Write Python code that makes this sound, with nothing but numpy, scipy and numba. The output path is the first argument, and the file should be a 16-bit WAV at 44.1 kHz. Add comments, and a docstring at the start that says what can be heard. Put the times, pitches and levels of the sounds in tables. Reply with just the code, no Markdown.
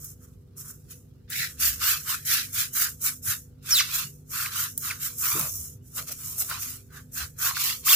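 """In a small room with a faint fan hum, a thin blade saws through polystyrene foam on a table, close by.
Each stroke is a dense random stream of bursting cells, which hiss, tear in the slit and ring the block.
Beads snap as decaying noise, the block slides and bumps on the table, and the blade squeals by stick-slip.
The block is turned over partway through, and its dull low note grows stronger."""
import sys
import numpy as np
from scipy import signal
from scipy.fft import rfft, irfft, next_fast_len
from scipy.io import wavfile
from numba import njit

SR = 44100
rng = np.random.default_rng(int(sys.argv[2]) if len(sys.argv) > 2 else 0)


def waveform_to_disk(signal):
    """Save audio, clipped to [-1, 1], as 16-bit WAV at the path in sys.argv[1]."""
    frames = np.transpose(np.atleast_2d(signal))
    scaled = np.clip(frames, -1, 1) * 32767
    samples = np.round(scaled).astype(np.int16)
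    wavfile.write(sys.argv[1], SR, samples)


N = 350595
TIME = np.arange(N) / SR
CUTOFF_HZ = 16000


def from_db(db):
    """Decibel law: 20 dB is a factor of ten in amplitude."""
    return 10 ** (np.asarray(db) / 20)


def rms_one(x):
    """Normalisation to unit root-mean-square amplitude."""
    return x / np.sqrt(np.mean(x ** 2) + 1e-20)


def in_time(rows):
    """Linear interpolation of each column over time."""
    s, *columns = np.transpose(rows)
    return [np.interp(TIME, s, column) for column in columns]


def drift(rate_hz):
    """Low-passed noise: a random wander of rms 1 from two equal poles at the given rate."""
    # computed at a twentieth of the sample rate; the first 4000 values let the filter settle
    pole = np.exp(-40 * np.pi * rate_hz / SR)
    noise = rng.standard_normal(N // 20 + 4002)
    slow = signal.lfilter([1], [1, -2 * pole, pole * pole], noise)[4000:]
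    return np.interp(np.arange(N) / 20, np.arange(len(slow)), rms_one(slow))


def colour(x, spectrum):
    """Spectral shaping: a gain curve, straight in dB over log frequency, then scaling to rms 1."""
    size = next_fast_len(N)
    hz, db = np.transpose(spectrum)
    log_hz = np.log(np.maximum(np.arange(size // 2 + 1) * SR / size, 1))
    gain = from_db(np.interp(log_hz, np.log(hz), db, left=-90, right=-90))
    return rms_one(irfft(rfft(x, size) * gain, size)[..., :N])


def butter(x, hz, kind, order=2):
    """Butterworth filtering: a maximally flat passband."""
    sections = signal.butter(order, hz, kind, fs=SR, output="sos")
    return signal.sosfilt(sections, x + 1e-18)


@njit
def resonate(x, hz, width_hz):
    """Damped resonance: two poles whose centre moves while the bandwidth stays fixed."""
    y, r = np.zeros(len(x)), np.exp(-np.pi * width_hz / SR)
    for i in range(2, len(x)):
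        drive = (1 - r * r) / 2 * (x[i] - x[i - 2])
        y[i] = drive + 2 * r * np.cos(2 * np.pi * hz[i] / SR) * y[i - 1] - r * r * y[i - 2]
    return y


def lagged(x, count):
    """Time-of-arrival stereo: the left port hears a few samples later."""
    return np.array([np.pad(x[0], (count, 0))[:N], x[1]])


# Fan hum. Each row: frequency in Hz, mean level in dB rms before the wavering and channel trim.
FAN_HUM = [(98.6, -56), (123.8, -60), (148.6, -56.5), (251, -64), (399, -73.5), (490.5, -72)]
# Spectrum of the dull room noise. Each row: frequency in Hz, relative gain in dB.
ROOM_NOISE_SPECTRUM = [(22, -17), (35, -16), (50, -3.5), (70, 4), (105, -4), (150, -3), (200, -8.5),
                       (300, -15.5), (430, -19), (560, -28), (720, -33.5), (1200, -44), (2000, -49),
                       (4500, -70), (12000, -50.5), (16000, -53.5)]


def background(rumble_db=-53.0, width_db=-11, waver_db=3.0):
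    """Superposition: sinusoids of wandering level and phase over mid-side coloured noise."""
    hum = np.zeros(N)
    for hz, db in FAN_HUM:
        level = np.sqrt(2) * from_db(db + waver_db * drift(5.7))
        hum += level * np.sin(2 * np.pi * hz * TIME + 0.8 * drift(2.2))
    mid, side = colour(rng.standard_normal((2, N)), ROOM_NOISE_SPECTRUM)
    # the noise is wider above 300 Hz
    side = from_db(width_db) * side + from_db(-2.5) * butter(side, 300, "high")
    return hum + from_db(rumble_db) * (mid + side * np.array([[1], [-1]]))


def stroke_shape(start_s, length_s, rise_db, swell_db, ease_db, attack_db_per_s, fade_db_per_s):
    """Exponential onset and decay: straight lines in dB around a flat arch that leans with the pressure."""
    done = np.clip((TIME - start_s) / length_s, 0, 1)
    arch = rise_db * (done - .5) - swell_db * (1 - done) ** 4 - ease_db * done ** 4
    before = np.maximum(start_s - TIME, 0)
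    after = np.maximum(TIME - start_s - length_s, 0)
    return arch - attack_db_per_s * before - fade_db_per_s * after


# every stroke swells as the blade speeds up and eases off as it slows
HISS_SWELL_DB, HISS_EASE_DB = 9, 13
# tearing and ringing deep in the cut are more even, and die sooner than the hiss by the last factor
BITE_ATTACK_DB_PER_S, BITE_SWELL_DB, BITE_EASE_DB, BITE_FADES_FASTER = 653.5, 1.7, 9, 2.26
# grazing alone tears and shakes the block a little (dB relative to the hiss)
GRAZE_TEAR_DB, GRAZE_RING_DB = -29, -32.5
# The gripped block rustles faintly between strokes. Entries: hiss, tearing and block ring,
# each in dB before its layer gain.
REST_LEVELS = [-79, -82, -81.5]
# Blade strokes, and at 5.422 s a slide of the block over the table.
# Each row: start in seconds, length in seconds, delay until the edge bites in seconds,
# hiss attack in dB per second, hiss fade in dB per second, rise from start to end in dB,
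# then surface hiss, tearing and block ring in dB before the stroke's shape and the layer gains.
STROKES_AND_SLIDE = [(0.0, 0.155, 0.005, 600, 260, -9, -44.0, -85, -70),
                     (0.204, 0.063, 0.011, 600, 90, 6.0, -53.5, -79, -65.5),
                     (0.568, 0.053, 0, 1800, 200, 11.5, -37, -65.5, -59.5),
                     (0.648, 0.079, 0.0, 600, 113, 1, -40.5, -70, -58.0),
                     (0.896, 0.041, 0.0, 600, 172, 11.0, -41.5, -58.5, -64),
                     (1.3, 0.16, 0.023, 2500, 146.5, 10, -30.5, -37.5, -35),
                     (1.602, 0.12, 0.019, 1100, 140, 0.0, -22, -34, -37.5),
                     (1.808, 0.14, 0.012, 600, 114, 6, -23, -31.5, -32.5),
                     (2.067, 0.095, 0.015, 600, 127, 2, -27.5, -37.5, -35.5),
                     (2.254, 0.15, 0.03, 1800, 112, 3, -23.5, -31, -34.0),
                     (2.531, 0.12, 0.029, 1800, 187, 3.5, -26.5, -36, -39.5),
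                     (2.734, 0.13, 0.031, 1800, 177, 6.5, -23.5, -35.0, -33.0),
                     (3.011, 0.081, 0.032, 1800, 215, 14, -25, -39.0, -38),
                     (3.229, 0.11, 0.043, 1800, 227.5, 12, -27, -40, -37),
                     (3.629, 0.12, 0.023, 1797, 320.5, 24, -37, -41, -41.5),
                     (3.692, 0.13, 0.078, 595, 82.5, 7, -26, -28.5, -37),
                     (3.892, 0.15, 0.0, 600, 179.5, 7, -28.5, -38.0, -42),
                     (4.306, 0.18, 0.032, 600, 178, 4, -30.0, -41, -37),
                     (4.524, 0.14, 0.0, 599, 179.5, 10, -28, -40, -40.5),
                     (4.782, 0.15, 0.059, 600, 120, 8.0, -32, -42.5, -37.5),
                     (5.004, 0.087, 0.006, 600, 124.5, 6, -29.0, -45.5, -47),
                     (5.183, 0.3, 0.057, 600, 262, -3.5, -26.5, -42.0, -37.5),
                     (5.422, 0.31, 0.0048, 597, 380, -8, -33.5, -70, -67),
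                     (5.833, 0.125, 0.022, 598.5, 230, 4.5, -53.5, -83, -85),
                     (5.936, 0.064, 0.031, 600, 229, 17, -33, -43.5, -41),
                     (6.071, 0.032, 0.0099, 600, 371, 6.5, -34.5, -47.5, -51),
                     (6.114, 0.017, 0.0, 600, 129, 5, -30.5, -47.5, -51),
                     (6.179, 0.23, 0.019, 600, 230, 0.5, -36, -57, -58),
                     (6.379, 0.052, 0.031, 600, 73.5, 3, -25, -45, -46),
                     (6.464, 0.138, 0.043, 600, 330, -7.5, -37, -43, -41),
                     (6.596, 0.21, 0.033, 600, 184, -13, -36, -53.0, -56),
                     (6.904, 0.079, 0.0, 603, 172, 24.5, -50, -61.5, -51.5),
                     (7.123, 0.11, 0.046, 1800, 209, 13, -33.5, -40.5, -39),
                     (7.39, 0.12, 0.026, 1000, 180.5, 7, -26, -36.5, -32.5),
                     (7.556, 0.17, 0, 600, 159.5, 10, -26.5, -33.5, -42),
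                     (7.864, 0.14, 0.02, 1100, 230, -2, -17, -27.5, -32)]


def sawing():
    """Addition of powers: all strokes and the slide give hiss, tear and ring levels in dB."""
    power = np.zeros((3, N))
    for s, length, bite, attack, fade, rise_db, hiss_db, tear_db, ring_db in STROKES_AND_SLIDE:
        # the edge first grazes the surface, then bites
        graze = stroke_shape(s, length, rise_db, HISS_SWELL_DB, HISS_EASE_DB, attack, fade)
        deep = stroke_shape(s + bite, length - bite, rise_db, BITE_SWELL_DB, BITE_EASE_DB,
                            BITE_ATTACK_DB_PER_S, BITE_FADES_FASTER * fade)
        now = graze > -70
        levels_db = [hiss_db + graze[now], tear_db + deep[now], ring_db + deep[now]]
        power[:, now] += from_db(levels_db) ** 2
    power[1:] += power[0] * from_db([[GRAZE_TEAR_DB], [GRAZE_RING_DB]]) ** 2
    return 10 * np.log10(power + from_db(REST_LEVELS)[:, None] ** 2)


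def cell_bursts(per_s, size_db, judder_db, spread=1.0):
    """Shot noise: cells burst at random, unevenly sized, in clumps as the edge passes bead after bead."""
    sizes = from_db(size_db * np.minimum(rng.exponential(1, N), 4)) * rng.choice([-1, 1], N)
    bursts = sizes * (rng.random(N) < per_s / SR) * from_db(judder_db * drift(51))
    # each cell radiates in a direction of its own and so reaches the two ports differently
    facing = np.pi / 4 + spread * rng.standard_normal(N)
    return rms_one(bursts * np.array([np.cos(facing), np.sin(facing)]))


def wandering_comb(x, delay_s=.0011, wander=0.221, strength=0.9):
    """Comb filtering: a copy with a wandering delay, different for each port, colours the noise."""
    out = []
    for port in x:
        wandering_s = delay_s * np.exp(wander * drift(2.017))
        out.append(port + strength * np.interp(TIME - wandering_s, TIME, port))
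    return np.array(out)


def slit(x, centres_hz, width_hz, strength, wander=0.095):
    """Cavity resonance: the modes of the slit shift as the blade slides through it."""
    for centre in centres_hz:
        hz = np.minimum(centre * np.exp(wander * drift(5)), CUTOFF_HZ)
        x = x + strength * np.array([resonate(port, hz, float(width_hz)) for port in x])
    return x


# The block's reference pitch follows the depth of the cut; its modes lie at fixed ratios to it, and wander.
# Each row: time in seconds, frequency in Hz.
BLOCK_RESONANCE = [(0.0, 1210), (1.05, 1283), (1.35, 1640), (2.45, 1537), (2.6, 1420), (3.82, 1510),
                   (4.0, 1273), (4.6, 1370), (5.05, 1400), (5.22, 1170), (6.0, 1346), (7.0, 1383),
                   (7.4, 1300), (7.95, 1223)]


def block(x, width_hz=360, low_mode=0.76, low_db=-7.5, high_mode=1.04, lowest_hz=980, highest_hz=2300):
    """Modal vibration: two broad modes shift under the grip; so small a body radiates little bass."""
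    hz = in_time(BLOCK_RESONANCE)[0] * np.exp(0.09 * drift(4.5))
    ring = []
    for port in x:
        low = from_db(low_db) * resonate(port, low_mode * hz, float(width_hz))
        high = resonate(port, high_mode * hz, float(width_hz))
        ring.append(low - high)
    radiated = butter(np.array(ring), lowest_hz, "high", order=7)
    return butter(radiated, highest_hz, "low")


# dull note of the block where it lies on the table (dB relative to the block ring)
TURNED_S, LOW_NOTE_DB, LOW_NOTE_TURNED_DB = 5.4, -35.5, -20.5
# Spectra of the surface hiss, of the tearing in the slit and of the dull low note.
# Each row: frequency in Hz, relative gain in dB.
HISS_SPECTRUM = [(3800, -49.5), (4700, -24), (5300, -4.5), (7000, -1.5), (9200, -4), (11000, -1),
                 (12800, -0.5), (15500, 0)]
TEAR_SPECTRUM = [(300, -21), (700, -26), (1200, -23), (1950, 0), (2500, 1.5), (3300, 0), (4400, 3.5),
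                 (5200, 3.5), (6500, -3)]
LOW_NOTE_SPECTRUM = [(420, -31.5), (580, -13), (720, -2), (900, -6), (1100, -13)]


def cutting(hiss_gain_db=1.5, tear_gain_db=4.0, ring_gain_db=0.43, brightening=0.22, uneven_db=1.0):
    """Source and filter: bursting cells hiss at the surface, tear in the slit and shake the block."""
    hiss_db, tear_db, ring_db = sawing()
    # among the tiny cells, a whole bead now and then tears loose with a crackle
    beads = cell_bursts(per_s=160, size_db=3.5, judder_db=-2.0, spread=0.63)
    surface_cells = cell_bursts(per_s=14000, size_db=2.0, judder_db=1.0)
    surface = wandering_comb(surface_cells + from_db(-13) * beads)
    deep_cells = cell_bursts(per_s=8000, size_db=1.5, judder_db=-0.1)
    deep = wandering_comb(deep_cells + from_db(-9.5) * beads)

    hiss = colour(slit(surface, (7200, 12500, 14200), width_hz=570, strength=0.54), HISS_SPECTRUM)
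    # a harder stroke lifts the top of the hiss, a softer one lowers it
    fine = colour(hiss, [(9000, -43.5), (11500, -9), (16000, -0.5)])
    lift_db = brightening * np.clip(hiss_db + 33.0, -8, 10)
    hiss = rms_one(hiss + 0.73 * (from_db(lift_db) - 1) * fine)

    tear = colour(slit(deep, (2600, 3200, 4100), width_hz=58, strength=1.57), TEAR_SPECTRUM)

    shaking = cell_bursts(per_s=4000, size_db=2.0, judder_db=1.7, spread=0.58)
    low_db = np.where(TIME < TURNED_S, LOW_NOTE_DB, LOW_NOTE_TURNED_DB)
    low_note = from_db(low_db) * colour(shaking, LOW_NOTE_SPECTRUM)
    ring = from_db(ring_gain_db) * rms_one(block(shaking)) + low_note

    layers = from_db(hiss_db + hiss_gain_db) * hiss
    layers = layers + from_db(tear_db + tear_gain_db) * tear
    layers = layers + from_db(ring_db) * ring
    # the foam is unevenly dense along the cut
    return lagged(from_db(uneven_db * drift(22)) * layers, count=3)


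# Single beads snapping. Each row: time in seconds, initial crack level in dB before its high-pass,
# initial knock level in dB before the block filters it.
BEAD_SNAPS = [(0.044, -27, -53), (1.302, -26, -29), (2.249, -40.5, -39), (4.777, -12, -41),
              (5.3943, -11.5, -8), (6.384, -28, -29), (6.498, -20, -36), (6.512, -35, -9.5),
              (7.568, -28, -5.5)]


def snaps(crack_s=0.0035, knock_s=0.0048):
    """Impulsive excitation: a bead gives way with a bright crack and a short knock in the block."""
    crack, knock = np.zeros((2, N)), np.zeros((2, N))
    age = TIME[:SR // 20]
    for s, crack_db, knock_db in BEAD_SNAPS:
        start = round(s * SR)
        now = slice(start, start + len(age))
        crack_noise = rng.standard_normal((2, len(age)))
        crack[:, now] += from_db(crack_db) * np.exp(-age / crack_s) * crack_noise
        # the same knock drives both ports
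        knock[:, now] += from_db(knock_db) * np.exp(-age / knock_s) * rng.standard_normal(len(age))
    return butter(crack, 8600, "high", order=3) + block(knock)


# The block bumps and shifts on the table under the hands. Each row: time of the peak in seconds,
# level in dB rms before the swell and channel trim, centre in Hz,
# time from the peak to 1/e of the swell's amplitude in seconds.
TABLE_BUMPS = [(1.40, -40, 131, 0.026), (1.72, -45, 66.5, 0.16), (2.59, -39.5, 112, 0.01),
               (3.30, -37, 105, 0.022), (4.06, -41.5, 129.6, 0.021), (5.349, -37, 99, 0.012),
               (5.372, -38, 365, 0.019), (5.405, -48, 237, 0.03), (5.42, -41.5, 152, 0.056),
               (5.43, -50.5, 575, 0.057), (5.61, -45, 77, 0.11), (5.79, -50.5, 122, 0.12),
               (6.007, -55, 560, 0.033), (6.111, -52.5, 590, 0.017), (6.422, -57.5, 660, 0.047),
               (6.517, -53, 603, 0.014), (7.24, -38, 73.6, 0.022)]


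def bumps(width=0.15):
    """Band-limited friction noise: each soft contact is a dull scuff under a Gaussian swell."""
    out = np.zeros(N)
    for s, db, hz, length in TABLE_BUMPS:
        now = np.abs(TIME - s) < .2
        swell = np.exp(-((TIME[now] - s) / length) ** 2)
        band_hz = hz * np.exp([-width, width])
        scuff = swell * butter(rng.standard_normal(len(swell)), band_hz, "band")
        # scale the scuff to the energy of its swell
        out[now] += from_db(db) * scuff * np.linalg.norm(swell) / np.linalg.norm(scuff)
    return out


def stick_slip(hz, db, overtone_db, jitter):
    """Stick-slip oscillation: a rough tone at the slip rate; smeared slips put overtones out of step."""
    rate_hz = hz * np.exp(jitter * drift(700)[:len(hz)])
    phase = 2 * np.pi * np.cumsum(rate_hz) / SR
    k = np.arange(1, 6)[:, None]
    overtones = np.sin(k * phase + np.pi * k * k / 4) * (k * hz < CUTOFF_HZ)
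    return np.sqrt(2) * np.sum(from_db(db + (k - 1) * overtone_db) * overtones, axis=0)


# long squeals grow sharper and less regular as the blade stalls:
# step from one overtone to the next (dB), scatter of the slip rate (share)
OVERTONE_START_DB, OVERTONE_END_DB = -12, 1
JITTER_START, JITTER_END = .016, .045
# short squeaks all fall through the same range and swell in an arch
SQUEAK_START_HZ, SQUEAK_END_HZ, SQUEAK_ARCH_DB, SQUEAK_OVERTONE_DB = 2650, 1100, 13, -8
# Long stick-slip squeals, one curve each. Each row of a curve: time in seconds, slips per second,
# level of the fundamental in dB rms before the flutter.
LONG_SQUEALS = [
    [(3.700, 8200, -38), (3.714, 5700, -22), (3.735, 5370, -17), (3.743, 5150, -23), (3.755, 4000, -21.5),
     (3.765, 3860, -21.5), (3.787, 3450, -22.5), (3.810, 1090, -28), (3.818, 1180, -51)],
    [(7.867, 1150, -34), (7.880, 1300, -31), (7.897, 3400, -24.5), (7.913, 3800, -27), (7.937, 2650, -20.5),
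     (7.950, 2950, -29)],
]
# Short squeaks where a stroke stalls. Each row: start in seconds, length in seconds,
# level of the fundamental in dB rms at the crest of the arch, before the flutter.
SHORT_SQUEAKS = [(4.458, 0.0084, -28), (4.9, .022, -30), (7.682, 0.029, -38.5)]


def squeals(flutter_db=-1.5):
    """Friction instability: the stalling blade sticks and slips, and the slip rate sets the pitch."""
    out = np.zeros(N)
    for rows in LONG_SQUEALS:
        now = (TIME >= rows[0][0]) & (TIME <= rows[-1][0])
        hz, db = (curve[now] for curve in in_time(rows))
        overtone_db = np.linspace(OVERTONE_START_DB, OVERTONE_END_DB, len(hz))
        jitter = np.linspace(JITTER_START, JITTER_END, len(hz))
        out[now] += stick_slip(hz, db, overtone_db, jitter)
    for s, length, db in SHORT_SQUEAKS:
        now = (TIME >= s) & (TIME <= s + length)
        done = (TIME[now] - s) / length
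        hz = SQUEAK_START_HZ + (SQUEAK_END_HZ - SQUEAK_START_HZ) * done ** 2
        arch_db = db - SQUEAK_ARCH_DB * (2 * done - 1) ** 2
        out[now] += stick_slip(hz, arch_db, SQUEAK_OVERTONE_DB, JITTER_END)
    flutter = from_db(flutter_db * np.array([drift(150), drift(150)]))
    return lagged(out * flutter, count=2)


def room(x, tail_db=-14, t60_s=0.14):
    """Reverberation: the direct sound and a faint, exponentially decaying tail, different at each port."""
    age = TIME[:SR // 3]
    # the tail begins 4 ms after the direct sound
    tail = rng.standard_normal((2, len(age))) * from_db(-60 * age / t60_s) * (age > .004)
    tail = rms_one(tail) / np.sqrt(len(age))
    return x + from_db(tail_db) * signal.fftconvolve(x, tail, axes=1)[:, :N]


def scene(left_db=-0.32, right_db=1.0):
    """Intensity stereo: the cut lies slightly to the right of the microphone."""
    surroundings = background()
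    foam = cutting() + snaps()
    surroundings = surroundings + bumps()
    foam = foam + squeals()
    return room(foam) * from_db([[left_db], [right_db]]) + surroundings * from_db([[-.3], [.3]])


def record(dry, top=0.48):
    """Saturation and band limiting: the loudest peaks are rounded and the treble is cut steeply."""
    rounded = top * np.tanh(dry / top)
    low_pass = signal.ellip(12, .1, 85, CUTOFF_HZ, fs=SR, output="sos")
    return signal.sosfilt(low_pass, rounded)


dry = scene()
out = record(dry)
waveform_to_disk(out)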